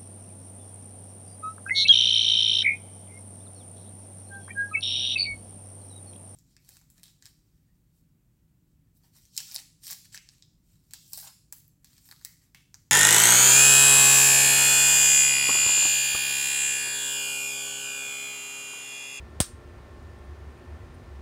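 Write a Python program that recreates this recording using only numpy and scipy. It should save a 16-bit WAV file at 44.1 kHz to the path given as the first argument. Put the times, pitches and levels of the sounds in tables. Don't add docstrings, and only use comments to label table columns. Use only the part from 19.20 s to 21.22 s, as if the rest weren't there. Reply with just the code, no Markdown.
import sys
import numpy as np
from scipy import signal
from scipy.fft import rfft, irfft, next_fast_len
from scipy.io import wavfile
from scipy.ndimage import map_coordinates

SR = 44100
rng = np.random.default_rng(int(sys.argv[2]) if len(sys.argv) > 2 else 0)


def int16_out(signal):
    q = np.round(np.clip(np.atleast_2d(signal).T, -1, 1) * 32767)
    wavfile.write(sys.argv[1], SR, q.astype(np.int16))


N = 88993
SNAP_S = 0.2031


def amp(db):
    return 10 ** (np.asarray(db) / 20)


def unit(x):
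    return x / np.sqrt(np.mean(x ** 2) + 1e-20)


def along(points, hz):
    f, v = np.transpose(points)
    return np.interp(np.log(hz + 1), np.log(f + 1), v)


def curve(rows):
    return np.interp(np.arange(N) / SR, *np.transpose(rows))


def since(s):
    return np.maximum(np.arange(N) / SR - s, 0)


def wobble(rate):
    knots = rng.standard_normal(int(N * rate / SR) + 4)
    return map_coordinates(knots, [np.arange(N) * rate / SR])


def sine(hz, start=0):
    turns = np.cumsum(hz) / SR + start
    return np.sqrt(2) * np.sin(2 * np.pi * turns)


def filtered(x, response):
    m = next_fast_len(N + SR // 2)
    return irfft(rfft(x, m) * response(np.fft.rfftfreq(m, 1 / SR)), m)[:N]


def resonance(f, hz, width):
    return 1j * f * width / (hz * hz - f * f + 1j * f * width)


def coloured(x, spectrum, size=4096):
    gain = amp(along(spectrum, np.fft.rfftfreq(size, 1 / SR)))
    cepstrum = irfft(np.log(gain))
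    cepstrum[1:size // 2] *= 2
    cepstrum[size // 2 + 1:] = 0
    impulse = irfft(np.exp(rfft(cepstrum)))
    return signal.fftconvolve(x, impulse)[:N]


def burst(noise, t60, rise):
    t = since(SNAP_S)
    y = noise * amp(-60 * t / t60) * (1 - np.exp(-t / rise))
    return y / np.linalg.norm(y)


# f/Hz, relative level/dB
FAN_COLOUR = [(30, -12.5), (110, 7), (170, -2), (240, 2.5), (290, -0.5), (370, 1.5), (470, -2.5), (620, -5),
              (850, -7), (1100, -9), (2000, -15), (3000, -25), (6000, -52.5)]
# t/s, level/dB
FAN_LEVEL = [(0, -51), (.19, -51.5), (.26, -56.5), (.36, -51), (.6, -50), (.95, -51.5), (1.52, -50),
             (2, -52)]
# f/Hz, relative level/dB
HISS_COLOUR = [(500, -20.5), (2000, 2), (3200, 0), (5000, -3), (7500, -11.5), (9000, -18), (11500, -16),
               (15500, -16.5)]
HISS_DB = -65.5


def fan():
    def noise(spectrum):
        return unit(filtered(rng.standard_normal(N), lambda f: amp(along(spectrum, f))))

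    rush = amp(curve(FAN_LEVEL)) * noise(FAN_COLOUR)
    hiss = amp(HISS_DB) * noise(HISS_COLOUR)
    return rush + hiss


# f/Hz, half-width/Hz, relative level/dB
RUMBLE_PEAKS = [(71.6, 9.1, 2.5), (93.76, 9.3, 1.5), (46, 9, -5.5), (142, 16, -13.5)]
# t/s, level/dB
RUMBLE_LEVEL = [(0, -49.5), (.27, -51.5), (.4, -46), (.72, -50), (.85, -48.5), (1.2, -49), (1.42, -53),
                (1.65, -41), (1.8, -47), (2.02, -46.5)]
# t/s, level/dB
DRONE_LEVEL = [(.04, -42.5), (.1, -59), (.18, -43), (.28, -58), (.37, -42), (.5, -56), (.63, -45),
               (.74, -54), (.95, -52), (1.13, -41.5), (1.19, -51), (1.28, -37.5), (1.4, -60), (1.5, -42),
               (1.62, -50.5), (1.8, -55), (1.92, -43.5), (2.02, -46)]
DRONE_HZ, DRONE_WANDER_HZ = 70.25, 2.46


def drone():
    def rumble_shape(f):
        peaks = [amp(db) * abs(resonance(f, hz, 2 * half_width)) ** 2 for hz, half_width, db in RUMBLE_PEAKS]
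        return np.sqrt(sum(peak ** 2 for peak in peaks))

    rumble = unit(filtered(rng.standard_normal(N), rumble_shape))
    tone = sine(DRONE_HZ + DRONE_WANDER_HZ * wobble(14))
    return amp(curve(RUMBLE_LEVEL)) * rumble + amp(curve(DRONE_LEVEL)) * tone


# f/Hz, level/dB (rms, around which it wavers)
TONES = [(236.9, -65), (355.3, -62), (597.5, -69.5), (775.2, -76.5), (1071, -67.5), (1184, -75.5),
         (1367, -70), (1782, -66.5), (1841, -78.5), (2492, -79.5), (6121, -87.5), (6831, -87.5)]
TONE_DRIFT_HZ, TONE_WAVER_DB = 0.6, 1.03


def tones():
    out = np.zeros(N)
    for hz, db in TONES:
        tone = sine(hz + TONE_DRIFT_HZ * wobble(7.4), start=rng.random())
        out += amp(db + TONE_WAVER_DB * wobble(6)) * tone
    return out


# t/s (peak), level/dB
FLARES = [(0.83, -84.5), (0.99, -82), (1.05, -85), (1.38, -84.5), (1.749, -76.5)]
FLARE_HZ, FLARE_HALF_WIDTH_HZ = 9160, 410
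FLARE_S = 0.0088


def whine():
    t = np.arange(N) / SR
    band = lambda f: resonance(f, FLARE_HZ, 2 * FLARE_HALF_WIDTH_HZ) ** 2
    hiss = unit(filtered(rng.standard_normal(N), band))
    swells = sum(amp(db) * np.exp(-((t - s) / FLARE_S) ** 2) for s, db in FLARES)
    return hiss * swells


# f/Hz, level/dB
NEAR_COLOUR = [(150, -9), (600, -0.5), (1500, -0.5), (2500, -5), (3500, -1.5), (5300, 1), (7000, 1.5),
               (8700, 1.5), (10000, 1.5), (12000, -8), (15500, -4.5)]
NEAR_DB, NEAR_T60 = 3.5, 0.067
NEAR_SPIKINESS = 1.4
# f/Hz, level/dB
ROOM_COLOUR = [(150, -5), (700, -21.5), (1400, 2), (2200, -5), (3500, 1.5), (5500, 3), (7500, 0.5),
               (8700, -1.5), (10000, -6), (12000, -7.5), (15500, -7.5)]
# f/Hz, t60/s
ROOM_T60 = [(200, 0.16), (1500, 0.21), (5000, 0.21), (9000, 0.22), (12000, .19), (15000, .175)]
ROOM_DB, ROOM_BUILD_S = -2.5, 0.0056
# f/Hz, level/dB
LINGER_COLOUR = [(500, -25), (3000, -13), (6000, -12), (8600, 4), (9500, -4.5), (10500, -4.5),
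                 (12000, -13.5), (15500, -14)]
LINGER_DB, LINGER_T60 = -13.5, 0.3


def echoes():
    noise = rng.standard_normal(N)
    spiky = np.sign(noise) * abs(noise) ** NEAR_SPIKINESS
    near = burst(spiky, NEAR_T60, rise=0.000668)

    hz, t, z = signal.stft(rng.standard_normal(N), SR, nperseg=256)
    fade = amp(-60 * np.maximum(t - SNAP_S, 0) / along(ROOM_T60, hz)[:, None])
    tail = signal.istft(z * fade, SR, nperseg=256)[1][:N]
    tail = tail * (1 - np.exp(-since(SNAP_S) / ROOM_BUILD_S))
    tail = tail / np.linalg.norm(tail)

    linger = burst(rng.standard_normal(N), LINGER_T60, rise=ROOM_BUILD_S)
    return (amp(NEAR_DB) * coloured(near, NEAR_COLOUR)
            + amp(ROOM_DB) * coloured(tail, ROOM_COLOUR)
            + amp(LINGER_DB) * coloured(linger, LINGER_COLOUR))


# t/s, signed height (before rise and fall), decay/s
PUSHES = [(0.2032, -0.28, 0.00076), (0.20562, 0.46, 0.00095)]
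PUSH_RISE_S = 0.00014
BOOM_HZ, BOOM_DB, BOOM_T60, BOOM_DELAY_S = 64.95, -20, 0.062, 0.0051


def thump():
    pushes = np.zeros(N)
    for s, height, decay in PUSHES:
        t = since(s)
        pushes += height * (1 - np.exp(-t / PUSH_RISE_S)) * np.exp(-t / decay)
    t = since(SNAP_S + BOOM_DELAY_S)
    boom = amp(BOOM_DB - 60 * t / BOOM_T60) * np.sin(2 * np.pi * BOOM_HZ * t)
    return pushes - boom


# f/Hz, level/dB
CRACK_COLOUR = [(100, -16.5), (700, -5), (1400, -3.5), (2300, -8), (3300, 10.5), (4500, -2), (6000, -3.5),
                (9000, 1.5), (12000, -11.5), (15500, -8)]
CRACK_DB = -4
SIZZLE_DB, SIZZLE_T60 = -2.5, 0.003
# f/Hz, level/dB (at the start), t60/s
CONTACT = [(8360, -15.5, 0.0072), (8940, -35.5, 0.06), (8220, -43.5, 0.051), (9150, -37.5, 0.078),
           (4970, -37, 0.12)]


def spark():
    front = np.zeros(N)
    front[round(SNAP_S * SR)] = amp(CRACK_DB)
    sizzle = amp(SIZZLE_DB) * burst(rng.standard_normal(N), SIZZLE_T60, rise=0.0001)
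    t = since(SNAP_S)
    ring = sum(amp(db - 60 * t / t60) * np.sin(2 * np.pi * hz * t) for hz, db, t60 in CONTACT)
    return coloured(front + sizzle, CRACK_COLOUR) + ring


def scene():
    background = fan() + drone() + tones() + whine()
    snap = echoes() + thump() + spark()
    return (background + snap)[None]


PORT_HZ, PORT_WIDTH_HZ, PORT_DB = 8950, 900, 7.5
LOW_CUT_HZ, TOP_HZ = 20, 15800


def record(dry):
    def microphone(f):
        port = 1 + amp(PORT_DB) * resonance(f, PORT_HZ, PORT_WIDTH_HZ)
        band = np.clip((TOP_HZ - f) / 500 + 0.5, 0, 1)
        return port * band

    low_cut = signal.butter(2, LOW_CUT_HZ, "high", fs=SR, output="sos")
    return signal.sosfilt(low_cut, filtered(dry[0], microphone))[None]


dry = scene()
out = record(dry)
int16_out(out)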